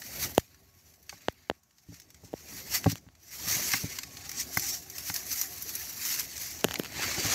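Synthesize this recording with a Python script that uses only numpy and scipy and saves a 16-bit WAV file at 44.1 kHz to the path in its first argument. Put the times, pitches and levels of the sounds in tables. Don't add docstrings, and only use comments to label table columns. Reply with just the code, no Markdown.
import sys
import numpy as np
from scipy import signal
from scipy.fft import rfft, irfft, next_fast_len
from scipy.io import wavfile
from scipy.ndimage import uniform_filter1d, map_coordinates

SR = 44100
rng = np.random.default_rng(int(sys.argv[2]) if len(sys.argv) > 2 else 0)


def transcribe(signal):
    frames = np.atleast_2d(signal).T
    limited = np.clip(frames, -1, 1)
    pcm = np.round(limited * 32767).astype(np.int16)
    wavfile.write(sys.argv[1], SR, pcm)


N = 323694

# t/s, rumble level/dB, shuffle level above the rumble/dB
BODY_MOVEMENT = [(0, -56, -6), (0.26, -41.5, -4.5), (0.45, -61, -10), (1.37, -63, -9), (1.74, -73, -7.5),
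                 (1.92, -61, -11), (2.29, -58.5, -8.5), (2.76, -46, -3), (3.07, -62.5, -8.5),
                 (3.27, -62, -5), (3.51, -41.5, -6), (3.64, -50.5, -1), (4.09, -52, -9.5),
                 (4.5, -51.5, -3.5), (4.78, -52, -8), (6.11, -54.5, -3), (6.48, -51.5, -7), (6.66, -52, 1),
                 (7.05, -42.5, -5), (7.22, -49.5, 6), (7.34, -38, -2)]
# f/Hz, level/dB per Hz, relative
RUMBLE_SPECTRUM = [(15, -44), (25, -20.5), (38, -12), (70, 6), (103, -2.5), (180, -9), (230, -34.5),
                   (400, -120)]
SHUFFLE_SPECTRUM = [(110, -35.5), (180, -7), (205, -1.5), (269, -3), (334, -4), (382, -6), (528, -10.5),
                    (729, -7.5), (1000, -16.5), (1300, -47), (2200, -120)]
# f/Hz, level/dB per Hz, relative
AIR_SPECTRUM = [(500, -7.5), (1300, 2.5), (15700, -16.5)]

# t/s, level/dB
HUM_LEVEL = [(0, -87), (1.5, -89), (1.7, -96), (2.6, -79.5), (3.2, -92), (3.6, -72), (7.34, -80.5)]
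# f/Hz, waver/Hz, level above the hum level/dB
HUM_LINES = [(266, 22, 10.5), (374.4, 14, 8), (1103, 4.4, 4)]

# t at full strength/s, rustle level/dB, rise/s, hold/s, fall/s,
# coarse scrape above the rustle/dB, fine fizz above the rustle/dB; rise and fall each span 20 dB
STEM_STROKES = [(0.07, -47.5, .15, 0.073, .2, -4.5, -1.5), (0.231, -35.5, 0.12, 0.0055, 0.091, -2, 0.5),
                (0.37, -52.5, 0.25, 0.013, .1, -6.5, -2), (1.111, -54.5, 0.056, 0.0094, 0.12, -3, -5.5),
                (1.21, -65.5, .02, .06, 0.11, 2, -4), (1.39, -73.5, 0.047, 0.076, .1, 4.5, -3),
                (1.95, -58, 0.12, 0.0087, 0.14, -3, -6), (2.249, -54.5, 0.028, 0.0084, 0.063, -9, -10),
                (2.379, -54, .11, 0.017, 0.21, -3.5, -5), (2.576, -44.5, 0.19, .01, 0.21, -4, -1.5),
                (2.755, -29.5, 0.081, 0.012, 0.041, -5, -2), (2.905, -39.5, .16, 0.008, 0.036, -3, -4),
                (2.965, -52.5, .1, 0.013, 0.025, -3.5, -7), (3.346, -44, 0.11, 0.039, .3, -7.5, -3),
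                (3.519, -29, 0.13, .01, 0.14, -5, -3), (3.666, -33.5, 0.24, 0.071, 0.19, -5, -2.5),
                (3.9, -46.5, 0.32, 0.068, 0.1, -2, -3.5), (4.25, -46.5, 0.11, 0.013, 0.021, -1, -10),
                (4.312, -51.5, 0.033, 0.062, .1, -0.5, -4), (4.398, -29.5, 0.053, 0.013, 0.029, -12, -9.5),
                (4.586, -36, 0.13, .04, 0.13, -9.5, -4.5), (4.674, -34, 0.068, 0.036, 0.14, -11.5, -4),
                (4.973, -46, .18, 0.015, 0.24, -7.5, -1), (5.088, -38.5, 0.16, .01, 0.054, -8.5, -2.5),
                (5.16, -39.5, 0.11, 0.0094, 0.12, -6, -1), (5.324, -37.5, 0.13, 0.1, 0.096, -8.5, -0.5),
                (5.793, -40.5, 0.42, .01, 0.51, -5.5, 0.5), (6.06, -35, 0.16, 0.088, .15, -6, -1.5),
                (6.209, -40, .1, 0.0096, 0.079, -5.5, -1.5), (6.425, -39, 0.26, 0.012, 0.38, -7.5, -3.5),
                (6.971, -40, 0.037, 0.027, 0.17, 1.5, -8.5), (7.03, -36.5, 0.085, 0.016, .15, 2.5, -4.5),
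                (7.252, -32.5, 0.36, .1, .1, -2, -8)]
# t/s, rustle level/dB, coarse scrape and fine fizz above it/dB
LIGHT_CONTACT = [(0, -58.5, -6, 3.5), (0.5, -68, 1.5, -1), (0.744, -70, -4.5, 0), (0.872, -64, -4, -2.5),
                 (1.01, -70, -5.5, 0), (1.3, -66, 4.5, -1.5), (1.36, -74.5, 2, -0.5),
                 (1.55, -69, -1.5, -4.5), (1.61, -78, -18, -4), (1.8, -68, -8, -5.5), (2.15, -68, -4, -6),
                 (2.9, -60, -8, 1), (3.16, -78, 2, -9), (3.9, -52.5, -5.5, -7.5), (4.5, -51, -3.5, 0),
                 (4.85, -64, 5, -7), (5.5, -49, -6, 1), (6.3, -55.5, -3.5, -23), (6.75, -56.5, 3, 0),
                 (7.34, -52, 2, -5)]
# t/s, level/dB, thinness/dB (thin twigs lose wood and gain fizz)
TWIG_SNAPS = [(0.0185, -41, -9.5), (0.214, -38, 8), (0.348, -36.5, 6), (0.3956, -36.5, -0.5),
              (0.4774, -63, -9), (0.5444, -51.5, -1), (0.9385, -52, 1), (1.0267, -58, 10),
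              (1.0935, -34, -6), (1.129, -58, -1), (1.206, -60, -13.5), (1.323, -55, 6), (1.6327, -59.5, 5),
              (1.708, -60.5, -3), (1.783, -54.5, -3), (1.942, -45, -1), (1.999, -42.5, 2), (2.0178, -51, 0),
              (2.103, -48, 2.5), (2.144, -48.5, -1), (2.8636, -41, -12), (2.8978, -29, -2),
              (2.9156, -27.5, 4), (3.151, -54.5, -2), (3.735, -20.5, -5), (3.986, -26, -2.5),
              (4.0326, -31.5, -2), (4.169, -36, -3), (4.293, -31, 1), (4.315, -33, 4), (4.399, -28.5, 6),
              (4.5716, -22.5, 8.5), (4.5472, -34.5, 8.5), (4.595, -28.5, 8), (4.8989, -36.5, 6),
              (4.9813, -29, 4.5), (5.0975, -36.5, -13), (5.1405, -28.5, 10), (5.1605, -24.5, 3.5),
              (5.314, -27.5, 2), (5.413, -21, 5), (5.623, -34.5, 15), (5.7524, -29, 11.5),
              (6.0502, -27.5, 4), (6.195, -24.5, 6.5), (6.378, -31.5, 4), (6.6081, -38, 1),
              (6.718, -36, -5), (6.7353, -39.5, 3.5), (6.756, -33.5, -10.5), (6.788, -38, 9),
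              (6.793, -37.5, 15), (6.8513, -42, -12), (6.984, -49, -15), (7.032, -36, -14), (7.246, -28, 0)]
# f/Hz, level/dB per Hz, relative
RUSTLE_SPECTRUM = [(2120, -37.5), (3600, -16.5), (4160, -13.5), (5130, -7.5), (5570, -2.5), (6000, -2),
                   (7210, -7), (9200, -17.5), (12000, -37.5), (20200, -120)]
SCRAPE_SPECTRUM = [(530, -40), (900, -14.5), (1250, -10.5), (1430, -11), (1530, -8.5), (1830, -4.5),
                   (2050, -3), (3100, -9.5), (3600, -12), (4680, -3.5), (7920, -120)]
FIZZ_SPECTRUM = [(5410, -34.5), (9200, -8.5), (10200, -5.5), (11300, 3.5), (12400, 3), (13500, 4),
                 (15700, -2)]
SNAP_RISE_S, SNAP_T60_S = 0.00078, .032
WOOD_DB, FINE_DB = -4.5, -6.5

# t/s, swing level/dB, swing f/Hz, click level/dB, click brightness/dB per octave
HARD_KNOCKS = [(0.376, -55, 900, -36, -1.5), (0.3802, -3, 527, -14, -0.5), (1.2849, -12.5, 569, -24, -8),
               (1.4995, -14.5, 560, -26, -8.5), (1.513, -25, 500, -61, -18), (2.3325, -29.5, 470, -45.5, 2),
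               (2.339, -19, 443, -52.5, -12), (2.8438, -44, 900, -26.5, -2.5), (2.9569, -43, 795, -32.5, 0),
               (3.0883, -54, 705, -57.5, -11), (6.644, -14, 560, -11.5, 0), (6.6486, -12, 367, -26.5, -4.5),
               (6.686, -37, 680, -31, -6), (6.711, -32, 676, -24.5, -2.5), (6.7418, -46, 800, -22, 0.5),
               (6.7982, -17, 315, -27, -4), (6.8357, -54, 787, -31, 1.5), (6.8477, -58, 793, -31, 0.5),
               (6.8603, -62, 800, -33, -3)]
# f/Hz, level/dB, t60/s
CASING_MODES = [(1750, 5.5, 0.0027), (2920, 9, 0.0028), (3600, -7, 0.00294), (6550, 5.5, 0.0028),
                (10000, -3.5, 0.0039), (13300, 4.5, 0.0026)]
CASING_DETUNE = .03
CLICK_RISE_S, REBOUND_T60_S = .00015, .026

# t/s, boom level/dB, clack level/dB, hardness/dB per octave, boom t60/s
THUDS_AND_WOODY_KNOCKS = [(1.125, -55, -43.5, 5, 0.12), (1.887, -43, -74, -10, 0.11),
                          (1.922, -45.5, -56.5, -16, 0.063), (2.235, -49, -56, -14, 0.093),
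                          (2.527, -49.5, -55, 1, 0.13), (2.86, -14.5, -16.5, -6, 0.086),
                          (2.917, -34.5, -45, -8, 0.094), (3.064, -46.5, -55, 4.5, 0.066),
                          (3.47, -37.5, -48, -5, 0.062), (3.565, -34, -47.0, -8, 0.04),
                          (3.737, -35, -28.5, 15, 0.081), (3.838, -28, -44.5, -18, 0.072),
                          (4.137, -56, -70, -3, 0.15), (4.571, -29, -23, 15, 0.049),
                          (5.098, -36, -30.5, 13, 0.047), (6.652, -45, -50, -1, .3),
                          (6.992, -38.5, -30, -4.5, 0.047), (7.18, -33, -35, -4, 0.055),
                          (7.247, -30, -34, -3, 0.097)]
# f/Hz, level/dB
BOOM_MODES = [(108, 8), (163, 5), (275, 1.5)]
# f/Hz, level/dB
CLACK_MODES = [(415, 0.5), (570, 2.5), (790, 5), (1100, -2), (1550, -6), (2100, -8.5)]
STRIKE_DETUNE = .025

# t/s, f/Hz, level/dB
AIRY_TONE = [(3.95, 800, -82.5), (4.3, 800, -58), (4.45, 760, -73), (4.62, 786, -57), (4.75, 722, -61),
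             (5.0, 745, -71), (5.22, 707, -63.5), (5.5, 744, -61), (5.7, 740, -92)]
# t/s, f/Hz, level/dB
STEM_SQUEAK = [(4.66, 5600, -98), (4.69, 5463, -44), (4.71, 5460, -33.5), (4.725, 5470, -43),
               (4.75, 5620, -43), (4.78, 5600, -75)]

BAND_LIMIT_HZ, BASS_CORNER_HZ = 15750, 45


def amp(db):
    return 10 ** (np.asarray(db) / 20)


def unit(x):
    return x / np.sqrt(np.mean(x ** 2, axis=-1, keepdims=True) + 1e-20)


def curves(rows):
    times, *columns = np.transpose(rows)
    return [np.interp(np.arange(N) / SR, times, column) for column in columns]


def wobble(rate):
    knots = rng.standard_normal(int(N * rate / SR) + 4)
    return map_coordinates(knots, [np.arange(N) * rate / SR])


def filtered(x, response):
    size = next_fast_len(N + SR // 2)
    spectrum = rfft(x, size) * response(np.fft.rfftfreq(size, 1 / SR))
    return irfft(spectrum, size)[..., :N]


def coloured(x, points):
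    hz, db = np.transpose(points)

    def response(f):
        return amp(np.interp(np.log(f + 1), np.log(hz), db, left=-120, right=-120))
    return unit(filtered(x, response))


def patchy(patchy_db):
    bins = signal.stft(rng.standard_normal(N), nperseg=512)[2]
    field = uniform_filter1d(rng.standard_normal(bins.shape), size=3, axis=0)
    field = uniform_filter1d(field, size=6, axis=1)
    return signal.istft(bins * amp(patchy_db * field / field.std()), nperseg=512)[1][:N]


def add(track, s, sound):
    part = track[round(s * SR):][:len(sound)]
    part += sound[:len(part)]


def decay(t, t60, rise):
    return amp(-60 * t / t60) * (1 - np.exp(-t / rise))


def fuzzy(pitch_hz, waver_hz, rate):
    phase = 2 * np.pi * np.cumsum(pitch_hz + waver_hz * wobble(rate)) / SR
    return unit(amp(3.5 * wobble(rate)) * np.sin(phase))


def voiced(rows, waver_hz, rate):
    hz, db = curves(rows)
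    t = np.arange(N) / SR
    sounding = (t > rows[0][0]) * (t < rows[-1][0])
    return sounding * amp(db) * fuzzy(hz, waver_hz, rate)


def ground():
    rumble_db, shuffle_db = curves(BODY_MOVEMENT)
    rumble = amp(rumble_db + 1.2 * wobble(16)) * coloured(rng.standard_normal(N), RUMBLE_SPECTRUM)
    shuffle_level = amp(rumble_db + shuffle_db + 0.83 * wobble(30))
    shuffle = shuffle_level * coloured(patchy(patchy_db=3.5), SHUFFLE_SPECTRUM)
    hiss = amp(-78.0) * coloured(rng.standard_normal(N), AIR_SPECTRUM)
    return rumble + shuffle + hiss


def hum():
    lines = sum(amp(db) * fuzzy(hz, waver_hz, 13) for hz, waver_hz, db in HUM_LINES)
    return amp(curves(HUM_LEVEL)[0]) * lines


def strokes():
    t = np.arange(N) / SR
    level_db, coarse_db, fine_db = curves(LIGHT_CONTACT)
    power = amp(level_db + np.array([0 * t, coarse_db, fine_db])) ** 2
    for s, db, rise, hold, fall, coarse, fine in STEM_STROKES:
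        shape_db = -20 * (np.maximum(s - t, 0) / rise + np.maximum(t - s - hold, 0) / fall)
        power = power + amp(db + shape_db) ** 2 * amp([[0], [coarse], [fine]]) ** 2
    return power


def grains():
    slip_level = amp(np.minimum(6.1 * rng.exponential(size=N), 11))
    slips = (rng.random(N) < 300 / SR) * slip_level
    burst = decay(np.arange(SR // 50) / SR, 0.013, 0.00064)
    burst_power = np.abs(signal.fftconvolve(slips ** 2, burst ** 2)[:N])
    clumps = amp(1.57 * wobble(60) + 0.32 * wobble(25))
    return unit(np.sqrt(1 + 0.35 * burst_power) * clumps)


def stems():
    power = strokes() * grains() ** 2
    crack = decay(np.arange(SR // 10) / SR, SNAP_T60_S, SNAP_RISE_S)
    for s, db, thin_db in TWIG_SNAPS:
        part_levels = [0, WOOD_DB - thin_db, FINE_DB + thin_db]
        for track, part_db in zip(power, part_levels):
            add(track, s, (amp(db + part_db) * crack) ** 2)
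    spectra = [RUSTLE_SPECTRUM, SCRAPE_SPECTRUM, FIZZ_SPECTRUM]
    return sum(np.sqrt(p) * coloured(patchy(patchy_db=2.5), spectrum)
               for p, spectrum in zip(power, spectra))


def hard_knocks():
    out, t = np.zeros(N), np.arange(SR // 10) / SR
    detunes = rng.standard_normal((len(HARD_KNOCKS), len(CASING_MODES)))
    for (s, db, hz, click_db, bright_db), detune in zip(HARD_KNOCKS, detunes):
        cycle = t * hz - .5
        swing = -np.sin(2 * np.pi * cycle) * np.exp(-(cycle / 0.42) ** 2)
        after = np.maximum(t - 1 / hz, 0)
        rebound = .35 * np.sin(np.pi * (after / .0045) ** 0.81)
        rebound = rebound * amp(-60 * after / REBOUND_T60_S)
        add(out, s - 0.4 / hz, amp(db) * (swing + rebound))
        for (mode_hz, mode_db, t60), d in zip(CASING_MODES, detune):
            level_db = click_db + mode_db + bright_db * np.log2(mode_hz / 4500)
            ring = np.sin(2 * np.pi * mode_hz * (1 + CASING_DETUNE * d) * t)
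            add(out, s - .0003, amp(level_db) * decay(t, t60, CLICK_RISE_S) * ring)
    return out


def thuds_and_woody_knocks():
    out, t = np.zeros(N), np.arange(SR // 3) / SR
    chances = rng.standard_normal((len(THUDS_AND_WOODY_KNOCKS), len(BOOM_MODES + CLACK_MODES)))
    for (s, boom_db, clack_db, hard_db, t60), chance in zip(THUDS_AND_WOODY_KNOCKS, chances):
        modes = [(hz, boom_db + db, t60, .003) for hz, db in BOOM_MODES]
        modes += [(hz, clack_db + db + hard_db * np.log2(hz / 800), 0.37 * t60, .002)
                  for hz, db in CLACK_MODES]
        for (hz, db, mode_t60, rise), c in zip(modes, chance):
            ring = np.sin(2 * np.pi * hz * (1 + STRIKE_DETUNE * c) * t)
            add(out, s, amp(db) * decay(t, mode_t60, rise) * ring)
    return out * amp(2.2 * wobble(250))


def airy_tone():
    return voiced(AIRY_TONE, waver_hz=39.8, rate=60)


def squeak():
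    return voiced(STEM_SQUEAK, waver_hz=70, rate=120)


def scene():
    touches = stems() + hard_knocks() + thuds_and_woody_knocks() + squeak()
    mono = ground() + hum() + touches + airy_tone()
    return np.tile(mono, (2, 1))


def record(dry):
    def response(hz):
        bass_cut = (1j * hz / (1j * hz + BASS_CORNER_HZ)) ** 4
        return bass_cut * (hz < BAND_LIMIT_HZ)
    return filtered(dry, response)


dry = scene()
out = record(dry)
transcribe(out)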